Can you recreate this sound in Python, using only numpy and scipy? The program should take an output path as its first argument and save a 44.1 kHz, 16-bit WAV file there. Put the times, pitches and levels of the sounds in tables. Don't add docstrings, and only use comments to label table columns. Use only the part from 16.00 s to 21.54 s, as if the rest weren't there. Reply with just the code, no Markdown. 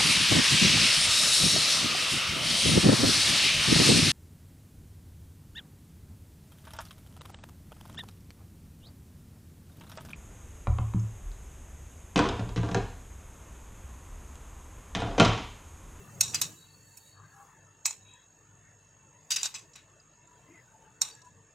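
import sys
import numpy as np
from scipy import signal
from scipy.fft import rfft, irfft, next_fast_len
from scipy.io import wavfile
from scipy.ndimage import uniform_filter1d

SR = 44100
rng = np.random.default_rng(int(sys.argv[2]) if len(sys.argv) > 2 else 0)


def file_out(sig):
    cols = np.atleast_2d(sig).T
    lim = np.clip(cols, -1, 1)
    pcm = np.round(lim * 32767).astype(np.int16)
    wavfile.write(sys.argv[1], SR, pcm)


def how_loud(loudness_db):
    steps = np.asarray(loudness_db, float) / 20
    return 10 ** steps


N = 244314
T = np.arange(N) / SR


def on_log(hz, table):
    f, value = np.transpose(table)
    return np.interp(np.log(np.maximum(hz, 1)), np.log(f), value)


def curve(table):
    s, value = np.transpose(table)
    return np.interp(T, s, value)


def unit(x):
    return x / np.sqrt(np.mean(x ** 2))


def shaped(x, gain):
    size = next_fast_len(x.shape[-1])
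    spectrum = rfft(x, size) * gain(np.fft.rfftfreq(size, 1 / SR))
    return irfft(spectrum, size)[..., :x.shape[-1]]


def peak(hz, centre_hz, width_hz):
    return 1 / (1 + (2 * (hz - centre_hz) / width_hz) ** 2)


def between(lo, hi):
    return lambda hz: 1 / np.sqrt((1 + (lo / (hz + 1)) ** 12) * (1 + (hz / hi) ** 12))


def walk(rate_hz):
    return unit(shaped(rng.standard_normal(N), lambda hz: np.exp(-(hz / rate_hz) ** 2)))


# frequency in Hz, correlation of left and right (0 to 1).
LIKENESS = [(25, 0.89), (60, 0.92), (130, 0.93), (290, 0.94), (640, 0.97), (1410, 0.75), (3100, 0.72),
            (6820, 0.92), (15000, 0.15)]


def pair(gain):
    common, apart = rng.standard_normal((2, N))
    like = lambda hz: np.clip(on_log(hz, LIKENESS), 0, 1)
    mid = shaped(common, lambda hz: gain(hz) * np.sqrt(1 + like(hz)))
    side = shaped(apart, lambda hz: gain(hz) * np.sqrt(1 - like(hz)))
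    return np.array([mid + side, mid - side]) / np.sqrt(np.mean(mid ** 2))


PATCH_DB, PATCH_S, PATCH_HZ = 4.5, 0.06, 150.0


def patchy(x):
    hz, s, spectrum = signal.stft(x, SR, nperseg=1024)
    field = rng.standard_normal(spectrum.shape[1:])
    sizes = PATCH_HZ / hz[1], PATCH_S / (s[1] - s[0])
    for axis, size in enumerate(sizes):
        field = uniform_filter1d(field, size=max(int(size), 1), axis=axis)
    gain = unit(how_loud(PATCH_DB * unit(field)))
    return signal.istft(spectrum * gain, SR, nperseg=1024)[1][:, :N]


# time of the peak in seconds, rise in dB, length in seconds between the 1/e points.
SWELLS = [(0.762, 11, 0.38), (1.229, 12.5, 0.22), (1.618, 5, 0.37), (2.051, 11.5, 0.22), (2.55, 9.5, 0.39),
          (3.061, 6, 0.29), (3.59, 4.5, 1), (4.458, 3, .3), (4.946, 5.5, 0.24), (5.354, 11, 0.19)]


def swells():
    return sum(db * np.exp(-(2 * (T - s) / length) ** 2) for s, db, length in SWELLS)


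REGION_EDGES_HZ = [20, 250, 700, 2200, 6000, 8500, 16300]
# quiet level in dB, share of the background level curve, share of the hiss curve.
REGIONS = [(-71, 1.4, 0.0079), (-73, 0.89, .01), (-71.5, 0.63, 0.17), (-76.5, 0.48, 0.19), (-87, .3, 0.24),
           (-86.5, .1, 1.56)]
# frequency in Hz, relative density in dB.
AROUND_COLOUR = [(15, -37.5), (25, -26.5), (123, -1), (249, -13), (439, -5.5), (796, -12), (911, -8.5),
                 (2410, -17), (2690, -8), (2910, -12), (5140, -17.5), (6740, -7), (9070, -31),
                 (12000, -31.5), (15200, -30.5), (16200, -36.5)]
# frequency in Hz, width in Hz, height in dB over the rumble.
DRONE = [(100.8, 9.2, 4.5), (156, 29.4, 5)]
# time in seconds, rise in dB before the region's share.
BACKGROUND_LEVEL = [(0, 12), (.12, 12.5), (.3, 15), (.5, 13.5), (.58, 2), (1.1, 0), (1.4, 2), (1.9, 0.5),
                    (2.35, -1), (2.7, 1.5), (3.4, 2), (4.05, 1), (4.5, 4.5), (4.95, 2.5), (5.54, 0.4)]
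# time in seconds, rise in dB before the region's share.
HISS = [(0, 14), (.3, 16), (.42, 20.5), (.68, 12), (1.09, 15), (1.17, 4.5), (1.43, 12), (1.6, 4.5),
        (2.4, 3.5), (3.2, 2), (3.46, 20), (3.58, 6), (4.2, 0.5), (4.5, 6), (5.54, 0.5)]


def around():
    level_db, hiss_db = curve(BACKGROUND_LEVEL), curve(HISS)
    levels_db = [db + level_share * level_db + hiss_share * hiss_db for db, level_share, hiss_share in REGIONS]
    levels_db[0] = levels_db[0] + 0.62 * swells()

    def colour(hz):
        drone_db = sum(db * peak(hz, f, width) for f, width, db in DRONE)
        return how_loud(on_log(hz, AROUND_COLOUR) + drone_db)

    bands = [how_loud(db) * pair(lambda hz: colour(hz) * between(lo, hi)(hz))
             for lo, hi, db in zip(REGION_EDGES_HZ, REGION_EDGES_HZ[1:], levels_db)]
    return bands[0] + patchy(sum(bands[1:]))


CRICKET_HZ, TRILL_HZ = 6566, 49.5
TRILL_DUTY = 0.42
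TRILL_BLUR = 0.34
CHORUS_DB = -71
# time in seconds, level in dB before its small wander.
CRICKET = [(0, -68), (.2, -66), (.55, -71.5), (.97, -70), (1.85, -66), (3.3, -65.5), (3.6, -65), (3.8, -71),
           (4.1, -66.5), (4.43, -69.5), (4.7, -67.5), (5.0, -69), (5.54, -68.5)]
# frequency in Hz, width in Hz, relative strength in dB.
CHORUS = [(6940, 170, 11), (7386, 460, 7.5), (7840, 1700, -10)]


def insects():
    stroke = np.cumsum(TRILL_HZ * (1 + 0.019 * walk(4.3)) / SR) % 1
    pulse = TRILL_BLUR + np.sin(np.pi * np.clip(stroke / TRILL_DUTY, 0, 1)) ** 2
    cycles = np.cumsum(CRICKET_HZ * (1 + 0.00081 * walk(9.6)) / SR)
    trill = unit(pulse * np.sin(2 * np.pi * cycles))
    cricket = how_loud(curve(CRICKET) + 0.73 * walk(8.4)) * trill
    chorus = pair(lambda hz: sum(how_loud(db) * peak(hz, f, width) for f, width, db in CHORUS))
    return cricket + how_loud(CHORUS_DB + 0.83 * walk(60)) * chorus


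MAINS_WAVER_DB, WHINE_WAVER_DB = 1.5, 2
# frequency in Hz, sine amplitude in dB before swells and waver, share of the swells.
MAINS = [(50.3, -76.5, .05), (99.7, -75.5, 1.52), (300, -78.5, 0.5), (444, -78, 0.044)]
# frequency in Hz, width in Hz, level in dB before waver.
WHINES = [(897, 23, -81), (1786, 110, -77), (2665, 29.1, -78.5), (9567, 9.5, -92.5)]


def hum():
    out = np.zeros((2, N))
    for f, db, share in MAINS:
        level_db = db + share * swells() + MAINS_WAVER_DB * walk(6.3)
        out += how_loud(level_db) * np.sin(2 * np.pi * (f * T + 0.1 * walk(3.4)))
    for f, width, db in WHINES:
        out += how_loud(db + WHINE_WAVER_DB * walk(5.98)) * pair(lambda hz: peak(hz, f, width))
    return out


# start in seconds, length in seconds, frequency in Hz, width in Hz, level in dB.
TONES = [(0, 0.031, 406, 23, -50), (0.205, .42, 314, 34, -59), (0.487, 0.87, 4450, 80, -66),
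         (0.547, 0.21, 3910, 140, -66.5), (0.875, 0.43, 3860, 96, -74), (1.129, 0.16, 1114, 200, -59.5),
         (1.136, 0.31, 1660, 150, -63.5), (1.265, 0.3, 1174, 350, -61.5), (1.336, 0.17, 802, 13, -58),
         (1.452, 0.21, 1763, 290, -65), (1.548, 0.059, 880, 37, -61), (1.994, 0.28, 3846, 64, -66.5),
         (2.012, 0.2, 1003, 82, -70.5), (2.037, 0.16, 2580, 220, -66), (2.054, 0.21, 3350, 180, -69.5),
         (2.084, .2, 1797, 290, -67.5), (2.616, 0.14, 1820, 300, -63.5), (3.14, 0.068, 1910, 130, -70),
         (4.1, 0.32, 969, 19, -67), (4.459, 0.18, 2010, 620, -64.5), (4.472, .11, 331, 105, -56.5),
         (4.682, 0.27, 884, 60, -61), (5.099, 0.28, 1688, 65, -67.5), (5.215, 0.097, 995, 25, -61)]


def far_tones():
    out = np.zeros(N)
    for s, length, f, width, db in TONES:
        swell = np.sin(np.pi * np.clip(T[:SR] / length, 0, 1)) ** 0.7
        ring = shaped(rng.standard_normal(SR), lambda hz: peak(hz, f, width)) * swell
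        ring = how_loud(db) * ring / np.sqrt(np.sum(ring ** 2) / np.sum(swell ** 2))
        start = int(s * SR)
        out[start:start + SR] += ring[:N - start]
    return patchy(np.array([out, out]))


# frequency in Hz, nominal t60 in seconds (divided by the contact's damping),
# strength in dB, then two chance changes of strength in dB, weighted anew for each stretch of contacts.
MODES = [(879, 0.053, -15, 1, 2), (1103, 0.24, -11, 0, 1.1), (1510, 0.127, -13.5, -2.5, 2.5),
         (2028, 0.2, -11.5, -3.5, 6), (2565, 0.22, -4.5, -1.5, 6.6), (2792, 0.12, -7.5, -7, -2.5),
         (3400, 0.16, -12, -2.8, 5), (3713, 0.14, -3, -2.5, -11.5), (3854, 0.13, 0.3, -0.2, -4),
         (4180, 0.15, -1.3, -1, 4), (4494, 0.13, -6.5, 1, -6.5), (4760, 0.16, -0.5, -10, 0.5),
         (5210, 0.07, -3, -3.1, 6), (5540, 0.069, 6, 3, -4.5), (5836, 0.048, 3.9, -0.8, -5.5),
         (6170, 0.052, 1.0, -4, 11.5), (6570, 0.046, 2, -3, -10.5), (6750, 0.025, 0.9, 6, 12.5),
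         (7127, 0.075, 4, 0.5, -1.5), (7390, 0.12, 1.5, 2.5, -3.8), (7670, 0.061, 2.2, -1.4, 5.5),
         (8070, 0.067, -0.5, 2.1, -1.5), (8870, 0.071, -16.5, 5.5, -4), (8930, 0.068, -16.2, 10.5, -1.5),
         (9350, 0.061, -9.5, 1, -3.2), (10120, 0.039, -21, -7, -3.3), (11660, 0.0501, -27, -5.5, -18),
         (13060, 0.05, -19.5, 5, -1), (13760, 0.044, -10.5, 1.5, 0.5), (15260, 0.05, -27, -3.7, -3)]
# from when in seconds, weight of the first change, weight of the second.
RING_WEIGHTS = [(0, 0.47, -0.45), (0.337, -1.07, 0.54), (0.41, 0.13, -0.46), (0.702, 1.0, 0.78),
                (3.002, -1.5, -0.2), (3.424, -0.47, -0.33), (3.53, -0.55, 0.54), (3.701, -0.039, -0.033),
                (4.498, 1, -0.52)]


def glass(hz, stretch, port, damp, bare_db):
    f, t60, db, first_db, second_db = np.transpose(MODES)[:, :, None]
    _, first_weight, second_weight = RING_WEIGHTS[stretch]
    db = db + first_db * first_weight + second_db * second_weight
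    pole = np.exp(2j * np.pi * f / SR - np.log(1000) * damp / (t60 * SR))
    sign = (-1) ** np.arange(len(f))[:, None]
    strength = how_loud(db) * port[:, None] * sign * np.sqrt(1 - abs(pole))
    ring = np.sum(strength / (1 - pole * np.exp(-2j * np.pi * hz / SR)), axis=0)
    ring = ring / np.sqrt(np.mean(abs(ring) ** 2))
    bare = unit(how_loud(on_log(hz, list(zip(f[:, 0], db[:, 0])))))
    return (ring + how_loud(bare_db) * bare) * between(650, 15400)(hz)


RISE_S, TAP_DAMP = 0.001157, 3.2
CRACK_DB = 1.5
BOTH_DB, PORT_DB, PORT_RAD = 0.5, 2, 0.99
TAP_BANDS_HZ = [1500, 2400, 8400, 9600]
# time in seconds, peak of the 3.3-9 kHz core in dB, thud in dB, brightness in dB,
# chatter decay constant in ms.
TAPS = [(0.2069, -24.5, 1, 12, 6.6), (0.2097, -8, -1, 4.5, 3.56), (0.2154, -38.5, 10, -14, 2.8),
        (0.2346, -23, -4, 0.5, 4), (0.3455, -17.5, 6, 3, 3.1), (0.3504, -21.5, 3.5, 6, 9.6),
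        (0.4159, -14.5, 2.5, 9.5, 5.1), (0.4241, -45.5, 13, -0.5, 1.8), (0.9719, -45.5, -18, 15.5, 8.8),
        (1.8526, -28, 0, 1, 10), (1.857, -12, 0, -7, 2.4), (1.8629, -18, 1.5, 8.5, 2.8),
        (1.908, -26.5, 8, -4.5, 3.8), (3.3061, -20, 0, 4, 16), (3.3186, -16.5, -9.5, -3.5, 4.2),
        (3.3414, -34.5, -2, 10.5, 3.2), (3.362, -17.5, -10, 3.5, 4), (3.4316, -15, 4, -2, 4),
        (3.4454, -35.5, 11, 0.5, 4), (3.456, -19, 8, -7, 5.7), (3.5424, -35.5, 12, -1.5, 3.8),
        (3.5483, -29.5, -11, -24, 5.8), (3.7336, -48.5, -5.5, -27.5, 12), (3.7597, -41.5, -5, 7, 2.5),
        (5.0144, -23, -6.5, 9, 8.8), (5.0168, -10.5, 2, -2.5, 3.3), (5.2177, -49.5, -15, -8, 3)]
# time in seconds, level in dB before the soft onset,
# frequency in Hz, t60 in seconds.
TOUCHES = [(2.0888, -53.5, 3770, 0.032), (2.137, -37.5, 7390, 0.013), (4.0005, -46, 4900, 0.02),
           (4.2732, -46.5, 7160, 0.021), (5.113, -49, 4590, 0.14), (5.15, -38.5, 7540, 0.017),
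           (5.2704, -46, 6570, 0.019)]


def taps():
    size, lead = 8192, 512
    out = np.zeros((2, N + size))
    t = np.maximum(np.arange(size) - lead, 0) / SR
    hz = np.fft.rfftfreq(size, 1 / SR)
    rise = 1 - np.exp(-t / RISE_S)
    stretch_starts = [row[0] for row in RING_WEIGHTS]
    for s, db, thud_db, bright_db, chatter_ms in TAPS:
        contact = rfft(rise * np.exp(-1000 * t / chatter_ms) * rng.standard_normal(size))
        colour = how_loud(on_log(hz, list(zip(TAP_BANDS_HZ, (thud_db, 0, 0, bright_db)))))
        chance = rng.standard_normal((5, len(MODES)))
        ports = how_loud(BOTH_DB * chance[0] + PORT_DB * chance[1:3]) * np.exp(1j * PORT_RAD * chance[3:])
        stretch = np.searchsorted(stretch_starts, s) - 1
        clink = np.array([irfft(contact * colour * glass(hz, stretch, port, TAP_DAMP, CRACK_DB))
                          for port in ports])
        core = irfft(rfft(clink.mean(axis=0)) * between(3300, 9000)(hz))
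        start = int((s - RISE_S) * SR) - lead
        out[:, start:start + size] += clink * how_loud(db) / abs(core).max()
    for s, db, f, t60 in TOUCHES:
        start = int(s * SR) - lead
        out[:, start:start + size] += how_loud(db - 60 * t / t60) * rise * np.sin(2 * np.pi * f * t)
    return out[:, :N]


DRAG_GRIT_DB = 2.0
DRAG_DB, DRAG_DAMP, DRAG_BARE_DB = -5, 0.74, 1.5
DRAG_APART_DB = -13
DRAG_TREBLE_DB, DRAG_TREBLE_FADE_DB = 1.5, -0.5
# start in seconds, length in seconds, level in dB before the trim,
# fade in dB over the stroke, gain in dB of the part below 3.3 kHz.
STROKES = [(0.225, 0.063, -32.5, -5, 7), (0.288, 0.047, -41, -2.5, 1), (0.337, 0.066, -37, -7, 9),
           (0.43, 0.17, -33.5, -45.5, 8.5), (0.9, 0.14, -71, -9, -6), (1.864, 0.067, -32.5, -12, 7.5),
           (1.929, 0.12, -49, -32, 8), (3.307, 0.047, -25, -6.5, 2), (3.358, 0.081, -30.5, -15, 8),
           (3.441, .036, -27, -13, 8), (3.477, .068, -47.5, -14, 14.5), (3.55, 0.13, -38, -36.5, 7),
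           (3.755, 0.11, -51.5, -29.5, 19), (5.021, 0.094, -34, -17.5, 13.5),
           (5.122, 0.11, -53, -23.5, 12.5), (5.248, 0.1, -65, -12, -7)]


def drag():
    grain_db = DRAG_GRIT_DB * np.minimum(rng.exponential(size=N), 5) + 2.1 * walk(120)
    common, apart = rng.standard_normal((2, N)) * how_loud(grain_db)
    grit = common + how_loud(DRAG_APART_DB) * apart * np.array([[1], [-1]])
    edges = (np.array([0] + [row[0] for row in RING_WEIGHTS[1:]] + [N / SR]) * SR).astype(int)
    even = np.ones(len(MODES))
    rung = np.zeros((2, N))
    for stretch, (a, b) in enumerate(zip(edges, edges[1:])):
        response = lambda hz: glass(hz, stretch, even, DRAG_DAMP, DRAG_BARE_DB)
        rung[:, a:b] = unit(shaped(grit[:, a:b], response))
    low = shaped(rung, between(500, 3300))
    core = shaped(rung, between(3300, 9000))
    top = shaped(rung, between(9000, 17000))
    out = np.zeros((2, N))
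    for s, length, db, fade_db, low_db in STROKES:
        along = np.clip((T - s) / length, 0, 1)
        touching = uniform_filter1d(1.0 * (along > 0) * (along < 1), size=160)
        pressure = how_loud(db + fade_db * along + DRAG_DB)
        treble = how_loud(DRAG_TREBLE_DB + DRAG_TREBLE_FADE_DB * along)
        out += touching * pressure * (core + how_loud(low_db) * low + treble * top)
    return out


ROOM_DB, ROOM_T60_S = -20.5, 0.37


def room(x):
    t = T[:SR // 2]
    tail = rng.standard_normal((2, len(t))) * how_loud(-60 * t / ROOM_T60_S) * (t > 0.003)
    tail = tail / np.sqrt(np.sum(tail ** 2, axis=1, keepdims=True))
    return how_loud(ROOM_DB) * signal.fftconvolve(x, tail, axes=1)[:, :N]


def scene():
    background = around() + insects() + hum() + far_tones()
    spoon = taps() + drag()
    return background + spoon + room(spoon)


# frequency in Hz, left minus right in dB.
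PORTS = [(30, -1), (125, 1.4), (250, 2.5), (700, 2.5), (1300, 6.5), (2400, 2), (4400, 4.5), (6500, -0.5),
         (8100, -10.5), (10000, -14), (15000, -1.5)]


def two_ports(dry):
    return np.array([shaped(x, lambda hz: how_loud(side * on_log(hz, PORTS) / 2))
                     for x, side in zip(dry, (1, -1))])


def roll_off(x):
    return signal.sosfilt(signal.butter(12, 16750, fs=SR, output="sos"), x)


def record(dry):
    mix = two_ports(dry)
    return roll_off(mix)


dry = scene()
out = record(dry)
file_out(out)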